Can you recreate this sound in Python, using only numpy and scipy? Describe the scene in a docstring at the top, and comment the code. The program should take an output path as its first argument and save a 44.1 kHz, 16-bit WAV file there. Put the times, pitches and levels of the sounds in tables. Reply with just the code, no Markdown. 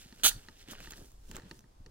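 """Slow footsteps on a dirt road in a quiet village, heard through a hand-held recorder.
Soles grind the grit in strokes of dense noisy grains; single stones snap as noise cracks with a short ring.
Thuds are heavy swings in low noise; casing clicks ring short modes; a close scrape is juddering stick-slip.
A short echo follows; air rumbles on the ports over a faint outdoor hush."""
import sys
import numpy as np
from scipy import signal
from scipy.fft import rfft, irfft
from scipy.io import wavfile

SR = 44100
rng = np.random.default_rng(int(sys.argv[2]) if len(sys.argv) > 2 else 0)


def transcribe(signal):
    """Save signal, clipped to [-1, 1], as a 16-bit WAV file at the path in sys.argv[1]."""
    frames = np.atleast_2d(signal).T
    limited = np.clip(frames, -1, 1)
    pcm = np.round(limited * 32767).astype(np.int16)
    wavfile.write(sys.argv[1], SR, pcm)


N = 83790
T = np.arange(N) / SR
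FREQ = np.maximum(np.arange(N // 2 + 1) * SR / N, 1)  # Hz

SCRAPE_LAG_MS, SCRAPE_PAN_DB = 0.073, 5


def undb(db):
    """Decibels to gain."""
    return 10 ** (np.asarray(db) / 20)


def curve(table, column=1):
    """Gain over time along a level curve in dB."""
    rows = np.array(table)
    return undb(np.interp(T, rows[:, 0], rows[:, column]))


def contour(points):
    """Values per frequency from (Hz, value) points, linear in log frequency."""
    hz, value = np.array(points).T
    return np.interp(np.log(FREQ), np.log(hz), value)


def spectrum(points):
    """Gain per frequency from (Hz, dB) points, with unit mean power."""
    gain = undb(contour(points))
    return gain / np.sqrt(np.mean(gain ** 2))


def shaped(x, gain):
    """Filter with a gain per frequency."""
    return irfft(rfft(x) * gain, N)


def above(hz, edge_hz):
    """Smooth step from 0 to 1, one half at the edge frequency."""
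    return 1 - 1 / (1 + (hz / edge_hz) ** 4)


def swell(peak_s, rise_s, fall_s):
    """Envelope that climbs 20 dB in the rise time and drops 20 dB in the fall time."""
    rising = (peak_s - T) / max(rise_s, 1 / SR)
    falling = (T - peak_s) / max(fall_s, 1 / SR)
    return np.exp(-np.log(10) * np.minimum(np.maximum(rising, falling), 20))


def energy_matched(x, envelope):
    """Apply an envelope to noise, then give the burst the energy of that envelope."""
    burst = x * envelope
    return burst * np.sqrt(np.sum(envelope ** 2) / np.sum(burst ** 2))


def grains(per_s, spread_db):
    """Random tiny impacts of uneven size and either sign, rms 1."""
    hits = (rng.random(N) < per_s / SR) * rng.choice([-1, 1], N)
    x = hits * undb(spread_db * np.minimum(rng.exponential(size=N), 4))
    return x / x.std()


def wobble(per_s):
    """Random unevenness that glides to a new value so many times a second."""
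    return np.interp(T * per_s, np.arange(N), rng.standard_normal(N))


def from_right(x, lag_ms, pan_db):
    """A source to the right reaches the left port later; the casing shadows by frequency."""
    # casing shadow: hz, share of pan_db
    shadow_share = [(700, 0), (1300, 0), (2300, 1.22), (3200, 1), (4800, 0.19), (7000, 1.88), (9000, 1.5),
                    (12000, 0.88), (15000, 1.7)]
    late = np.exp(-2j * np.pi * FREQ * lag_ms / 1000)
    shadow = undb(pan_db / 2 * contour(shadow_share))
    return shaped(x, np.array([late / shadow, shadow]))


def ports(make, lag_ms, pan_db, spread, spread_hz):
    """A broad source on two ports: partly independent above a frequency."""
    share = spread * above(FREQ, spread_hz)
    common = shaped(make(), np.sqrt(1 - share))
    unlike = shaped(np.array([make(), make()]), np.sqrt(share))
    return from_right(common + unlike, lag_ms, pan_db)


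def diffuse(pair):
    """Sound from all around, from two unrelated signals: the close ports agree in the bass only."""
    diffuse_hz = 2500
    side = shaped(pair[1], FREQ / np.hypot(FREQ, diffuse_hz))
    return np.array([pair[0] + side, pair[0] - side])


def air():
    """Faint hush, wide above the bass, and the rumble of moving air, alike on both ports."""
    # outdoor hush: hz, density_db
    hush_spectrum = [(60, 2), (200, -8.5), (400, -11), (1000, -19.5), (2500, -27), (5000, -26), (9000, -31),
                     (15500, -39)]
    # air on the ports: hz, density_db
    rumble_spectrum = [(8, -16.5), (16, 1.5), (32, 2), (55, -8.5), (100, -15), (250, -51), (1000, -76)]
    # its level: time_s, level_db
    rumble_level = [(0, -58), (.21, -70), (.26, -43), (.44, -60), (.65, -61), (.75, -51), (1.0, -55.5),
                    (1.36, -51), (1.55, -59), (1.72, -64), (1.87, -49)]
    hush_db = -65.5
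    hush = diffuse(shaped(rng.standard_normal((2, N)), spectrum(hush_spectrum)))
    rumble = shaped(rng.standard_normal(N), spectrum(rumble_spectrum))
    return undb(hush_db) * hush + curve(rumble_level) * rumble


def pebbles():
    """Sparse small stones of six sizes, each with a very short ring, rms 1."""
    count, low_hz, high_hz = 6, 1477, 4295
    total_per_s, ring_20db_s = 130, 0.0022
    age, out = T[:SR // 100], np.zeros(N)
    for hz in np.geomspace(low_hz, high_hz, count):
        ring = np.sin(2 * np.pi * hz * age) * 10 ** (-age / ring_20db_s)
        out += signal.oaconvolve(grains(total_per_s / count, spread_db=2.0), ring)[:N]
    return out / out.std()


def crunch(start_s, end_s):
    """Grit grinds under the sole in strokes, and single stones snap and ring."""
    # strokes on the grit: peak_s, rise_s, fall_s, level_db, treble_db, low_mid_db
    strokes = [(0.013, 0.11, 0.12, -56, -0.5, -9), (.2, 0.092, 0.27, -64, 0.5, 8.5),
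               (0.449, 0.85, 0.2, -61.5, -3, 5.5), (0.617, 0.084, 0.042, -53, -6, -14),
               (0.677, 0.0044, 0.01, -64, -7, 15), (.697, 0.033, 0.1, -47.5, -32, -9),
               (.72, 0.031, 0.025, -50, 6, -5), (0.79, 0.23, 0.088, -58.5, -22, 6),
               (.845, 0.1, 0.15, -51.5, -3.5, -1), (0.909, 0.004, 0.0085, -48, -3, 4),
               (0.924, 0.017, 0.047, -55, -33, -7), (0.972, 0.04, 0.059, -58, 2.5, 7.5),
               (1.019, 0.03, 0.057, -71.5, -12, 29), (1.059, 0.11, 0.15, -68, 8, -1.5),
               (1.315, 0.18, 0.11, -68.5, 9, 6), (1.361, 0.069, 0.048, -52, -23, 10),
               (1.378, 0.0098, 0.033, -67, 1, 18), (1.47, 0.098, 0.065, -58.5, -29, 9),
               (1.564, 0.23, 0.084, -69, 7, 3)]
    # grit: hz, density_db
    grit_spectrum = [(150, 1.5), (400, -0.5), (900, -9), (1150, -8), (1600, -1), (2150, -6.5), (2900, 0),
                     (4200, -1), (5500, 1), (7500, -1.5), (11000, -5.5), (15500, -9.5)]
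    # snapping stones: peak_s, level_db, fall_s, treble_db, low_mid_db, ring_hz
    snaps = [(0.198, -49, 0.0033, -9, -1.5, 2900), (0.686, -42.5, 0.0044, -5, -4, 2900),
             (0.711, -41.5, 0.0027, 1, -12, 2900), (0.7205, -62, 0.0026, 5, 6, 1320),
             (.7335, -40.5, 0.0053, -10, 9, 2000), (0.747, -44, 0.0017, -11, -20, 3000),
             (0.7528, -40, 0.0017, -17, -2, 2600), (0.763, -53, 0.0023, -16, -11, 2980),
             (0.8038, -40.5, 0.004, -3, 8, 2550), (0.8295, -48, 0.0033, -15, -2, 3100),
             (.8462, -47, 0.0031, -11, 4, 1720), (0.9047, -52, .003, 10, -19, 7040),
             (0.9087, -39, 0.0023, 2.5, -4, 4400), (0.918, -45, 0.0023, 0, -3, 3000),
             (0.9215, -35, 0.002, -13, -10, 6700), (1.007, -70, 0.0018, 0, -14, 7160),
             (1.118, -57.5, 0.0025, 8, 7.5, 6900), (1.3132, -41, 0.0045, -4.5, 6, 7100),
             (1.314, -41.5, 0.0017, -2, -7, 2880), (1.3495, -39.5, 0.0065, -14, 0.5, 2920),
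             (1.354, -54, 0.0033, 6, -1, 3400), (1.3578, -39.5, 0.0042, -0.5, -5, 3080),
             (1.3665, -32.5, 0.0045, -10.5, 4, 7370), (1.378, -48, 0.0045, -12, 4, 1500),
             (1.383, -41, 0.0061, -26, 1.5, 910), (1.495, -58, .002, 7, -10, 7200),
             (1.592, -46.5, .002, -3, -15, 5900), (1.6072, -53.5, 0.0025, -4, 1, 6100)]
    # snap: hz, density_db
    stone_spectrum = [(200, -14), (700, -0.5), (1400, 3), (2200, -3.5), (3100, -5.5), (4800, -3.5),
                      (7300, 2), (9500, -6), (15500, -0.5)]
    grains_per_s, grain_spread_db, dust_share = 2600, 4.5, 0.5
    pebble_db, surge_db, surges_per_s = -12, 1.8, 260
    ring_db, ring_fall_s = -2, 0.0017  # ring level relative to the snap

    out, grit, stone = np.zeros(N), spectrum(grit_spectrum), spectrum(stone_spectrum)
    high, low = above(FREQ, 5200), 1 - above(FREQ, 1200)
    coarse = np.sqrt(1 - dust_share) * grains(grains_per_s, grain_spread_db)
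    dust = np.sqrt(dust_share) * rng.standard_normal(N)
    grinding = coarse + dust + undb(pebble_db) * pebbles()
    grinding *= undb(surge_db * wobble(surges_per_s))
    cracking = rng.choice([-1., 1.], N)
    for at, rise, fall, db, treble_db, low_db in strokes:
        if start_s <= at < end_s:
            tone = grit * undb(db + treble_db * high + low_db * low)
            out += shaped(grinding * swell(at, rise, fall), tone)
    for at, db, fall, treble_db, low_db, ring_hz in snaps:
        if start_s <= at < end_s:
            tone = stone * undb(db + treble_db * high + low_db * low)
            out += shaped(cracking * swell(at, 0.00029, fall), tone)
            ring = np.sin(2 * np.pi * ring_hz * (T - at)) * swell(at, 0.00021, ring_fall_s)
            out += undb(db + ring_db) * ring
    return out


def steps():
    """The feet sound from the right, then nearer the middle."""
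    turn_s, spread = 1.15, 0.78
    early = ports(lambda: crunch(-np.inf, turn_s), lag_ms=0.069, pan_db=2.5, spread=spread, spread_hz=6000)
    late = ports(lambda: crunch(turn_s, np.inf), lag_ms=0.037, pan_db=2, spread=spread, spread_hz=2000)
    return early + late


def thuds():
    """Soft blows, each a short heavy swing in low noise, nearly alike on both ports."""
    # footfalls and grip: peak_s, rise_s, fall_s, noise_db, upper_edge_hz, swing_db, swing_hz
    blows = [(0.061, 0.014, 0.02, -59, 221, -47.5, 151), (.127, .005, 0.029, -55, 294, -49, 194),
             (0.2358, 0.0019, 0.06, -47, 463, -38, 318), (0.365, 0.039, 0.035, -51.5, 203, -41, 126.7),
             (0.487, 0.0049, 0.04, -54, 260, -48.5, 206), (0.687, 0.0032, 0.047, -53, 385, -46, 248),
             (0.7209, 0.0035, 0.028, -49, 450, -42, 300), (0.746, 0.0044, 0.011, -56, 408, -55, 302),
             (0.811, 0.01, 0.034, -50.5, 240, -51.5, 125), (0.88, 0.013, 0.076, -59, 282, -51, 140),
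             (.921, 0.017, 0.029, -59.5, 327, -54, 230), (0.992, 0.053, 0.017, -54, 333, -45.5, 206),
             (1.025, 0.019, 0.021, -56.5, 382, -64, 283), (1.297, 0.011, 0.037, -48.5, 320, -43, 187),
             (1.348, 0.028, 0.018, -53.5, 253, -43.5, 158), (1.385, 0.004, .014, -52, 480, -45, 330),
             (1.437, 0.012, 0.035, -54, 278, -47, 191), (1.462, 0.013, 0.026, -49.5, 257, -56, 129),
             (1.515, 0.002, 0.06, -52, 303, -54, 174), (1.572, 0.012, 0.099, -59.5, 250, -56.5, 220),
             (1.642, 0.01, .03, -59, 240, -52.5, 165), (1.808, 0.0047, 0.028, -55, 159.5, -45, 89.4),
             (1.866, 0.012, 0.045, -55, 342, -55.5, 270)]
    low_hz, order = 70.8, 3.2
    swing_cycles = 0.65  # from the peak to 1/e
    out = np.zeros(N)
    for at, rise, fall, db, edge_hz, swing_db, swing_hz in blows:
        band = above(FREQ, low_hz) / np.sqrt(1 + (FREQ / edge_hz) ** (2 * order))
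        blow = energy_matched(shaped(rng.standard_normal(N), band), swell(at, rise, fall))
        cycles = swing_hz * (T - at)
        swing = np.cos(2 * np.pi * cycles) * np.exp(-np.minimum((cycles / swing_cycles) ** 2, 20))
        out += undb(db) * blow + undb(swing_db) * swing
    return from_right(out, lag_ms=0.044, pan_db=0)


def clicks():
    """Casing clicks in the hand: a noise tick and the casing's short, damped modes."""
    # clicks: start_s, level_db, treble_db, bass_db
    hits = [(0.1251, -50, 2, 6), (0.3141, -36, -13.5, -19), (0.4854, -40.5, -0.5, -7),
            (0.8726, -40, -6.5, -2.5), (0.9257, -45, -8, -10), (0.935, -43, -0.5, -12),
            (1.3138, -45, -14, 1.5), (1.3657, -45, -18, -12), (1.3972, -45.5, -6, -3), (1.42, -53, -1, -6),
            (1.434, -54, -14, 1), (1.5119, -41, 3.5, 9), (1.641, -53, -18.5, -16), (1.862, -53.5, 7.5, 9)]
    # casing modes: centre_hz, level_db, t60_s
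    modes = [(237, -20.5, 0.05), (345, -9.5, 0.048), (680, -23.5, 0.0131), (910, -14, 0.073),
             (1234, -13, 0.045), (1773, 4, 0.01), (1960, -1.5, 0.013), (2770, -2, .006),
             (2920, -4.5, 0.007), (4017, -1.5, 0.007), (4380, 2.5, 0.0061), (6000, -3, .0022),
             (7530, -22.5, .004)]
    tick_db, tick_fall_s, treble_edge_hz, bass_edge_hz = -4.5, 0.012, 2480, 600
    detune = 0.0053  # random pitch spread per click, share of centre_hz
    centre_hz, mode_db, t60_s = np.array(modes).T
    signs = (-1) ** np.arange(len(centre_hz))
    tick_band = above(FREQ, 1200) * (1 - 0.94 * above(FREQ, 6500))
    out = np.zeros((2, N))
    for at, db, treble_db, bass_db in hits:
        age = np.maximum(T - at, 0)[:, None]
        hz = centre_hz * (1 + detune * rng.standard_normal(len(centre_hz)))
        tilt_db = treble_db * above(hz, treble_edge_hz) + bass_db * (1 - above(hz, bass_edge_hz))
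        gain = undb(mode_db + tilt_db) * signs
        ring = (np.sin(2 * np.pi * hz * age) * np.exp(-np.log(1000) * age / t60_s)) @ gain
        tick = shaped(rng.standard_normal((2, N)) * swell(at, 0.00031, tick_fall_s), tick_band)
        out += undb(db) * (ring + undb(tick_db + treble_db) * tick)
    return from_right(out, lag_ms=.015, pan_db=3.5)


def rub(start_s, end_s):
    """Dense, juddering stick-slip: a bright hiss over a lower rasp."""
    # scrape, before the trims: time_s, hiss_relative_db, rasp_relative_db
    strength = [(0.237, -29, -40.5), (.25, -23, -33.5), (0.261, -21, -34), (0.27, -22, -31.5),
                (.275, -24.5, -45.5), (0.283, -23.5, -44.5), (.287, -26.5, -46.5), (0.293, -30.5, -47),
                (0.299, -39.5, -52), (.312, -47.5, -58), (.335, -64.5, -72)]
    # hiss: hz, density_db
    hiss_spectrum = [(300, -33), (1500, -16), (2300, -9.5), (3000, 3.5), (3900, 1.5), (4500, 3),
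                     (5200, -10), (6100, 4.5), (7200, -0.5), (9200, -2.5), (11000, -1.5), (13200, -6),
                     (15500, -3.5)]
    # rasp: hz, density_db
    rasp_spectrum = [(100, -23), (300, 1), (450, -8.5), (650, 0.5), (1100, 0.5), (1450, 13.5), (2100, -1.5),
                     (2900, 12.5), (3500, 7), (5000, -11), (9000, -20)]
    # surfaces catch: peak_s, extra_db, fall_s
    catches = [(0.234, 0.5, 0.0022), (0.2448, 8, 0.003), (0.253, 1.5, 0.0033), (0.2632, 2.5, 0.0073),
               (0.265, -1.5, 0.0078), (.281, -2.5, 0.0032), (0.29, 5.5, 0.0054)]
    slips_per_s, slip_spread_db = 18000, 1.65
    judder_db, judder_per_s = 1.04, 1000
    hiss_trim_db, rasp_trim_db = 2.5, 3.5
    judder = undb(judder_db * wobble(judder_per_s))
    catch = undb(sum(db * swell(at, 0, fall) for at, db, fall in catches))
    slips = grains(slips_per_s, slip_spread_db) * judder * catch
    slips *= (T >= start_s) & (T < end_s)
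    hiss = shaped(slips * curve(strength, column=1), spectrum(hiss_spectrum))
    # 1j: a quarter cycle out of phase with the hiss
    rasp = shaped(slips * curve(strength, column=2), 1j * spectrum(rasp_spectrum))
    return undb(hiss_trim_db) * hiss + undb(rasp_trim_db) * rasp


def scrape():
    """Close scrape from the right; its lag and spread shift as it slides past."""
    start_s, turn_s, end_s = .2348, .277, .335
    early = ports(lambda: rub(start_s, turn_s), SCRAPE_LAG_MS, SCRAPE_PAN_DB, spread=0.63, spread_hz=9500)
    late = ports(lambda: rub(turn_s, end_s), lag_ms=0.078, pan_db=SCRAPE_PAN_DB, spread=0.5, spread_hz=2500)
    return early + late


def cracks():
    """Coarse grains give way in short noise bursts and add body to the scrape."""
    # cracking grains: peak_s, level_db
    bursts = [(0.236, -33.5), (0.2517, -32.5), (0.2544, -31), (0.2669, -31.5), (0.2699, -33.5),
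              (0.2939, -40)]
    # crack: hz, density_db
    crack_spectrum = [(100, -23), (300, 4), (800, -1), (1400, -2), (2200, -10), (5000, -23)]
    rise_s, fall_s = 0.0007, 0.0017
    x = np.zeros(N)
    for at, db in bursts:
        x += undb(db) * energy_matched(rng.standard_normal(N), swell(at, rise_s, fall_s))
    return from_right(shaped(x, spectrum(crack_spectrum)), SCRAPE_LAG_MS, SCRAPE_PAN_DB)


def echo(x):
    """Ground, fence and bushes scatter a short, faint tail of decaying noise."""
    # echo colour: hz, density_db
    echo_spectrum = [(200, -4), (1500, 9.5), (2300, -1.5), (3200, -6), (4800, 8), (6500, -5), (9000, -0.5),
                     (15500, -6.5)]
    echo_db, t60_s, delay_s = -28, 0.22, 0.029
    tail = rng.standard_normal((2, N)) * np.exp(-np.log(1000) * T / t60_s) * (T > delay_s)
    tail /= np.linalg.norm(tail, axis=1)[:, None]
    scattered = signal.fftconvolve(x[1:], tail, axes=1)[:, :N]  # fed by the right port
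    return undb(echo_db) * diffuse(shaped(scattered, spectrum(echo_spectrum)))


def scene():
    """Steps, scrape and clicks with their echo, over thuds and air."""
    near = steps() + scrape() + cracks() + clicks()
    return near + echo(near) + thuds() + air()


def record(dry):
    """The recorder widens the low end of the stereo picture and cuts the top."""
    # stereo widening: hz, side_gain_db
    widening = [(60, 15.5), (200, 15.5), (400, 14.5), (650, 13.5), (1000, 15.5), (1500, 3.5), (2500, 1.5),
                (15000, -1)]
    top_hz = 15800
    mid = (dry[0] + dry[1]) / 2
    side = shaped((dry[0] - dry[1]) / 2, undb(contour(widening)))
    top_cut = signal.ellip(12, .2, 80, top_hz, fs=SR, output="sos")
    return signal.sosfilt(top_cut, np.array([mid + side, mid - side]))


dry = scene()
out = record(dry)
transcribe(out)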